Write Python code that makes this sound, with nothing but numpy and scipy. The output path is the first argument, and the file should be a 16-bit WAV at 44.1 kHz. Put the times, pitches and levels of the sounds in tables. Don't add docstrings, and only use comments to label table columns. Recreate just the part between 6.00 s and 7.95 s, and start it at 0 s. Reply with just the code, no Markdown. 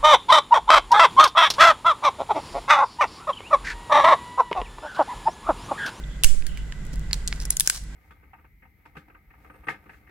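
import sys
import numpy as np
from scipy import signal
from scipy.fft import rfft, irfft, next_fast_len
from scipy.io import wavfile

SR = 44100
rng = np.random.default_rng(int(sys.argv[2]) if len(sys.argv) > 2 else 0)


def materialize(psi):
    bounded = np.clip(np.atleast_2d(psi).T, -1, 1)
    quanta = np.round(bounded * 32767).astype(np.int16)
    wavfile.write(sys.argv[1], SR, quanta)


N = 85995

# f/Hz, relative level/dB
AIR_SPECTRUM = [(120, 1), (200, 2.5), (245, -6.5), (360, -8), (740, -17), (1190, -18), (1560, -13.5),
                (1800, -19), (1980, -8), (2250, -19), (3460, -20.5), (4120, -23.5), (6140, -26.5),
                (7300, -25.5), (9000, -32)]
# f/Hz, gain/dB
AIR_ROLL_OFF = [(8500, 1), (10500, 1), (12500, -5), (16000, -10)]
# f/Hz, half width/Hz, level/dB
MACHINE_MODES = [(1551, 99, -59), (1980, 29, -63), (7330, 580, -63.5)]
# f/Hz, level/dB
HUM_PARTIALS = [(49.8, -36), (149.4, -49), (249.7, -60.5), (299.8, -63.5)]
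# t/s, gain/dB
AIR_ENVELOPE = [(0, 1), (.23, 0.5), (.27, -9), (.5, -0.5), (1.48, 2), (1.7, -12.5), (1.95, 1)]
# f/Hz, relative level/dB
RUMBLE_SPECTRUM = [(10, -3), (25, 3.5), (38, 2), (52, 1.5), (62, -13.5), (100, -11.5), (185, -14.5),
                   (240, -30.5), (420, -40), (1000, -53), (4000, -100)]
# t/s, level/dB
RUMBLE_ENVELOPE = [(0, -35), (.7, -34.5), (.8, -30.5), (1.1, -29), (1.45, -33.5), (1.64, -38), (1.7, -52),
                   (1.85, -33.5), (1.95, -46)]
# onset t/s, duration/s, f/Hz, level/dB
WHISTLE_NOTES = [(0.037, 0.0074, 3450, -47), (0.09, .08, 3330, -56), (0.461, 0.17, 2960, -52.5)]
# f/Hz, left minus right/dB
BACKGROUND_BALANCE = [(50, -1.5), (1000, -0.5), (3000, -2.5), (9000, 3.5), (15000, -2)]
# f/Hz, correlation
COHERENCE = [(30, 0.97), (150, 1), (400, 0.86), (1000, 0.72), (2000, 0.41), (5000, 0), (15000, 0.0094)]
# f/Hz, T60/s
ROOM_DECAY = [(300, 0.61), (3000, 0.49), (8000, 0.47), (15000, 0.28)]
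# f/Hz, relative level/dB
ROOM_SPECTRUM = [(300, 12), (1500, 0.5), (3000, 1.5), (4500, 1), (6500, -2.5), (8800, 1), (12000, -6),
                 (16000, 7)]
# onset t/s, level/dB, time constant/s, corner f/Hz
PORT_PUFF = (-0.53, -36.5, 0.38, 370)
# t/s, amplitude, f/Hz, time constant/s
PORT_KNOCK = (.2452, 0.88, 6.93, 0.11)
# t/s, level/dB
FINGER_BUMPS = [(.254, -31.5), (.301, -39), (0.323, -41), (0.345, -37.5), (0.934, -34.5), (1.329, -48)]
# centre t/s, standard deviation/s, level/dB
RUB_STROKES = [(0.937, 0.0066, -46), (1.142, 0.0038, -34.5), (1.353, 0.029, -50), (1.423, 0.009, -37.5),
               (1.525, 0.0082, -38.5), (1.666, 0.017, -39.5), (1.754, 0.022, -35)]
# f/Hz, relative level/dB
RUB_SPECTRUM = [(200, -35), (900, -3.5), (2500, -6.5), (5500, 2), (10000, -4), (13000, -14), (16000, -15)]
# t/s, level/dB
NAIL_TICKS = [(.852, -19), (0.867, -18.5), (0.9342, -18), (0.958, -14), (0.9953, -17), (1.663, -6),
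              (1.7703, -29), (1.838, -19)]
# f/Hz, gain/dB
TICK_SPECTRUM = [(300, -5), (1500, -19), (5000, -3.5), (9000, -2), (14500, -8.5), (17000, -12)]
# f/Hz, level/dB, T60/s
LINGERING_MODES = [(2753, -41, 0.21), (2932, -42.5, 0.24), (3420, -43, 0.23), (4560, -46, 0.3),
                   (5700, -42, 0.3), (7410, -38, 0.4), (8050, -37, 0.35), (8600, -40, 0.31)]
# t/s, f/Hz, level/dB
CUP_PINGS = [(0.2365, 3490, -20), (1.2765, 4160, -28), (1.6076, 1690, -34), (1.6758, 1560, -24.5),
             (1.6994, 1537, -21.5)]
# t/s, time constant/ms, lower ring f/Hz, lift/dB, upper ring f/Hz, lift/dB,
# band level/dB (body, middle, edge, bright, top), room gain/dB; lifts are limited to 0..MAX_LIFT_DB
FRACTURES = [ (0.2364, 0.48, 2700, 19, 3370, 9.5, -13, 9, 11, 17, 3, 2),
             (0.2428, 0.54, 7500, 17, 7800, 19, 6, 5.5, -9, -6, 11, 0),
             (0.245, 1.4, 2830, 27.5, 4800, 6, 5.5, 1.5, 13.5, 12, 3, 8),
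             (0.4236, 0.5, 2550, 15, 5030, 10, -14, -20, -27, -26, -44, -10),
             (0.4669, 2.2, 1647, 13, 4630, 6.5, -10, -10, -7, -5, -12, 5.5),
             (0.5743, 0.19, 2310, 13, 2900, 15, -10.5, -18, -16, -18.5, -25, 11),
             (.7236, 0.78, 1790, 7, 2930, 13.5, -4.5, -12.5, -15, -29, -41, -18),
             (1.1114, 1.3, 2350, 3, 5100, 11.5, -1.5, -9, -19, -25, -39, 4),
             (1.1312, 1.2, 4200, 16.5, 4800, 6, 2.5, 0, 7.5, 0.5, -4.5, 1.5),
             (1.2764, 0.32, 3130, 4.5, 4320, 10, -18, -0.5, 4.5, 0.5, -19, -1),
             (1.2806, 1.7, 4900, 0, 7200, 11, -15, -2.5, -2.5, -7, -11, 2.5),
             (1.3269, 0.18, 2240, 6, 5260, 7, 4, -2.5, -8.5, -24, -44, -9),
             (1.402, 0.45, 3270, -4, 5300, 17, -15, -15, -11, -16, -32.5, 4),
             (1.4531, 3.5, 5140, 10, 7040, -2, -7, -17.5, -1.5, -1.5, -13, -4),
             (1.5035, 3.7, 7160, 12, 10200, 8, -14, -10.5, -4.5, 1, -29, 11),
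             (1.5059, 0.6, 10170, 5, 10960, 7, -0.5, -7.5, 10, 13, 8, -9),
             (1.5678, 2.3, 5800, -1, 7000, 10, -8.5, -23, -2, 0, -7, 1),
             (1.5698, 0.32, 6960, 15, 9800, -5, -29, -4, 0, 8.5, -19, -4.5),
             (1.5987, 0.39, 4160, 10, 9900, 10, -0.5, 4, 14.5, 10.5, 5.5, 1),
             (1.607, 1.2, 3520, 10, 10100, -2, 4.5, 4.5, 8, 17.5, 8, 0),
             (1.675, 0.4, 5400, 5.5, 7600, -5.5, 8, 6.5, 18.5, 16, 7, -4),
             (1.6977, 2.2, 8600, 14, 11800, 13, -27, -30, 1, 2, -7, 11.5),
             (1.699, 1.8, 2420, 7.5, 4700, 4.5, 8, 6.5, 12.5, 11.5, 2, 2)]
# f/Hz, left minus right/dB
SHELL_BALANCE = [(300, 3), (1500, -4), (3200, -4.5), (5500, -1.5), (7500, 1.5), (8800, 3.5), (9800, 17.5),
                 (11800, -11.5), (15000, -1)]

MAX_LIFT_DB, RING_WIDTH = 15, 0.029


def amp(db):
    return 10 ** (np.asarray(db) / 20)


def unit(x):
    return x / np.sqrt(np.mean(x ** 2) + 1e-20)


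def along(points, hz):
    f, v = np.transpose(points)
    return np.interp(np.log(hz + 1), np.log(f + 1), v)


def envelope(points):
    return amp(np.interp(np.arange(N) / SR, *np.transpose(points)))


def filtered(x, response):
    m = next_fast_len(N + SR // 2)
    return irfft(rfft(x, m) * response(np.fft.rfftfreq(m, 1 / SR)), m)[..., :N]


def minimum_phase(gain_db, size=2048):
    cepstrum = irfft(np.log(amp(gain_db(np.fft.rfftfreq(size, 1 / SR)))))
    cepstrum[1:size // 2] *= 2
    cepstrum[size // 2 + 1:] = 0
    return irfft(np.exp(rfft(cepstrum)))[None]


def add(track, s, x):
    i = int(round(s * SR))
    track[:, i:i + x.shape[1]] += x[:, :N - i]


def panned(x, balance):
    def gains(hz):
        g = amp(along(balance, hz) * np.array([[.5], [-.5]]))
        return g / np.sqrt(np.mean(g ** 2, axis=0))
    return filtered(x, gains)


def noise(gain):
    def response(hz):
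        angle = np.arccos(np.clip(along(COHERENCE, hz), -1, 1)) / 2
        return gain(hz) * [np.cos(angle), np.sin(angle)]
    mid, side = filtered(rng.standard_normal((2, N)), response)
    return unit(np.array([mid + side, mid - side]))


def band(centre_hz, half_width_hz):
    return noise(lambda hz: 1 / (1 + ((hz - centre_hz) / half_width_hz) ** 2))


def background():
    t = np.arange(N) / SR
    air_gain = lambda hz: amp(along(AIR_SPECTRUM, hz) + along(AIR_ROLL_OFF, hz))
    air = amp(-49.5) * noise(lambda hz: air_gain(hz) / (1 + (180 / (hz + 1)) ** 4))
    modes = sum(amp(db) * band(hz, width) for hz, width, db in MACHINE_MODES)
    hum = sum(amp(db) * np.sqrt(2) * np.sin(2 * np.pi * (hz * t + rng.random()))
              for hz, db in HUM_PARTIALS)
    rumble = envelope(RUMBLE_ENVELOPE) * noise(lambda hz: amp(along(RUMBLE_SPECTRUM, hz)))
    whistles = sum(amp(db) * band(hz, half_width_hz=250) / (1 + ((t - s) / length * 2 - 1) ** 10)
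                   for s, length, hz, db in WHISTLE_NOTES)
    return panned(envelope(AIR_ENVELOPE) * (air + modes + hum) + rumble + whistles, BACKGROUND_BALANCE)


def room(x, tail_db=-12.5, early_db=-16, early_decay_s=0.0084):
    hz, age, spectra = signal.stft(rng.standard_normal((2, SR // 2)), SR, nperseg=256)
    decay_db = along(ROOM_SPECTRUM, hz)[:, None] - 60 * age / along(ROOM_DECAY, hz)[:, None]
    tail = signal.istft(spectra * amp(decay_db), SR, nperseg=256)[1]
    t = np.arange(tail.shape[1]) / SR
    tail = tail * (t > .005)
    tail *= amp(tail_db) / np.linalg.norm(tail[0])
    early = rng.standard_normal(tail.shape) * np.exp(-t / early_decay_s) * (t > .002)
    early *= amp(early_db) / np.linalg.norm(early[0])
    return signal.fftconvolve(x, early + tail, axes=1)


def knock():
    s, size, hz, decay_s = PORT_KNOCK
    t = np.maximum(np.arange(N) / SR - s, 0)
    phase = 2 * np.pi * hz * t + 1.46 * (1 - np.exp(-t / .012))
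    return np.array([np.zeros(N), -size * np.sin(phase) * np.exp(-t / decay_s)])


def puff():
    s, db, decay_s, corner_hz = PORT_PUFF
    t = np.arange(N) / SR - s
    pressure = noise(lambda hz: 1 / (1 + (hz / corner_hz) ** 2))[1]
    return np.array([np.zeros(N), amp(db) * np.exp(-t / decay_s) * pressure])


def bumps(decay_s=0.0083, corner_hz=414, left_db=-25):
    t = np.arange(N) / SR
    pats = sum(amp(db) * (t > s) * np.exp(-abs(t - s) / decay_s) for s, db in FINGER_BUMPS)
    dull = noise(lambda hz: hz / (hz + 200) / (1 + (hz / corner_hz) ** 3.2))
    return pats * dull * np.array([[amp(left_db)], [1]])


def rubs(grains_per_s=1300):
    t = np.arange(N) / SR
    contacts = rng.random(N) < grains_per_s / SR
    grains = contacts * (rng.standard_normal(N) + 0.87 * rng.standard_normal((2, N)))
    strokes = sum(amp(db) * np.exp(-.5 * ((t - s) / sigma) ** 2) for s, sigma, db in RUB_STROKES)
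    return strokes * unit(filtered(grains, lambda hz: amp(along(RUB_SPECTRUM, hz))))


def flattened(x):
    inverse_db = lambda hz: -9 * np.log10(abs(rfft(x, 2 * (len(hz) - 1))) + 1e-3)
    return np.convolve(x, minimum_phase(inverse_db)[0])[:len(x)]


def burst(decay_ms, snap=2.58, stereo_spread=0.89, size=512):
    ms = np.arange(size) / SR * 1000
    run = rng.standard_normal(size) + stereo_spread * rng.standard_normal((2, size))
    run *= np.exp(-ms / decay_ms)
    run[:, 0] = snap
    run = np.array([flattened(port) for port in run])
    return run / np.linalg.norm(run, axis=1, keepdims=True)


def ticks():
    out = np.zeros((2, N))
    shell = minimum_phase(lambda hz: along(TICK_SPECTRUM, hz))
    for s, db in NAIL_TICKS:
        add(out, s, amp(db) * signal.fftconvolve(burst(decay_ms=1.0), shell, axes=1))
    return out


def after_ring(onset_s=0.2452):
    t = np.arange(N) / SR - onset_s
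    return (t > 0) * sum(amp(db - 60 * abs(t) / t60) * band(hz, half_width_hz=20)
                         for hz, db, t60 in LINGERING_MODES)


def cup_pings(t60_s=0.022):
    out, t = np.zeros((2, N)), np.arange(SR // 10) / SR
    for s, hz, db in CUP_PINGS:
        add(out, s, (np.sin(2 * np.pi * hz * t) * amp(db - 60 * t / t60_s))[None])
    return out


def resonance(hz, centre_hz, lift_db):
    lift = amp(np.clip(lift_db, 0, MAX_LIFT_DB))
    return 10 * np.log10(1 + (lift ** 2 - 1) / (1 + ((hz / centre_hz - 1) / RING_WIDTH) ** 2))


def cracks():
    direct, reverberant = np.zeros((2, 2, N))
    for s, decay_ms, low_hz, low_db, high_hz, high_db, *bands_db, room_db in FRACTURES:
        body, middle, edge, bright, top = bands_db
        spectrum = [(60, body - 55), (350, body - 16.5), (900, body - 10), (1250, body - 8),
                    (1550, body), (2200, body), (2900, middle), (4600, middle + 5), (5600, edge),
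                    (7800, edge), (9700, bright), (11200, bright), (12800, top), (16000, top - 7.5)]
        snap = signal.fftconvolve(burst(decay_ms), minimum_phase(lambda hz: along(spectrum, hz)), axes=1)
        rings = minimum_phase(lambda hz: resonance(hz, low_hz, low_db) + resonance(hz, high_hz, high_db))
        add(direct, s, signal.fftconvolve(snap, rings, axes=1))
        add(reverberant, s, amp(room_db) * room(snap))
    return direct, reverberant


def scene():
    direct, reverberant = cracks()
    lag_s = 4.7e-5
    delays = lambda hz: np.exp(1j * np.pi * hz * lag_s * np.array([[-1], [1]]))
    near = filtered(direct + cup_pings() + ticks() + rubs(), delays)
    shell = panned(near + reverberant + after_ring(), SHELL_BALANCE)
    return shell + knock() + puff() + bumps() + background()


def record(dry):
    ceiling, cutoff_hz = 1.05, 16200
    clipped = dry / (1 + (dry / ceiling) ** 4) ** (1 / 4)
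    return filtered(clipped, lambda hz: 1 / (1 + (hz / cutoff_hz) ** 120))


dry = scene()
out = record(dry)
materialize(out)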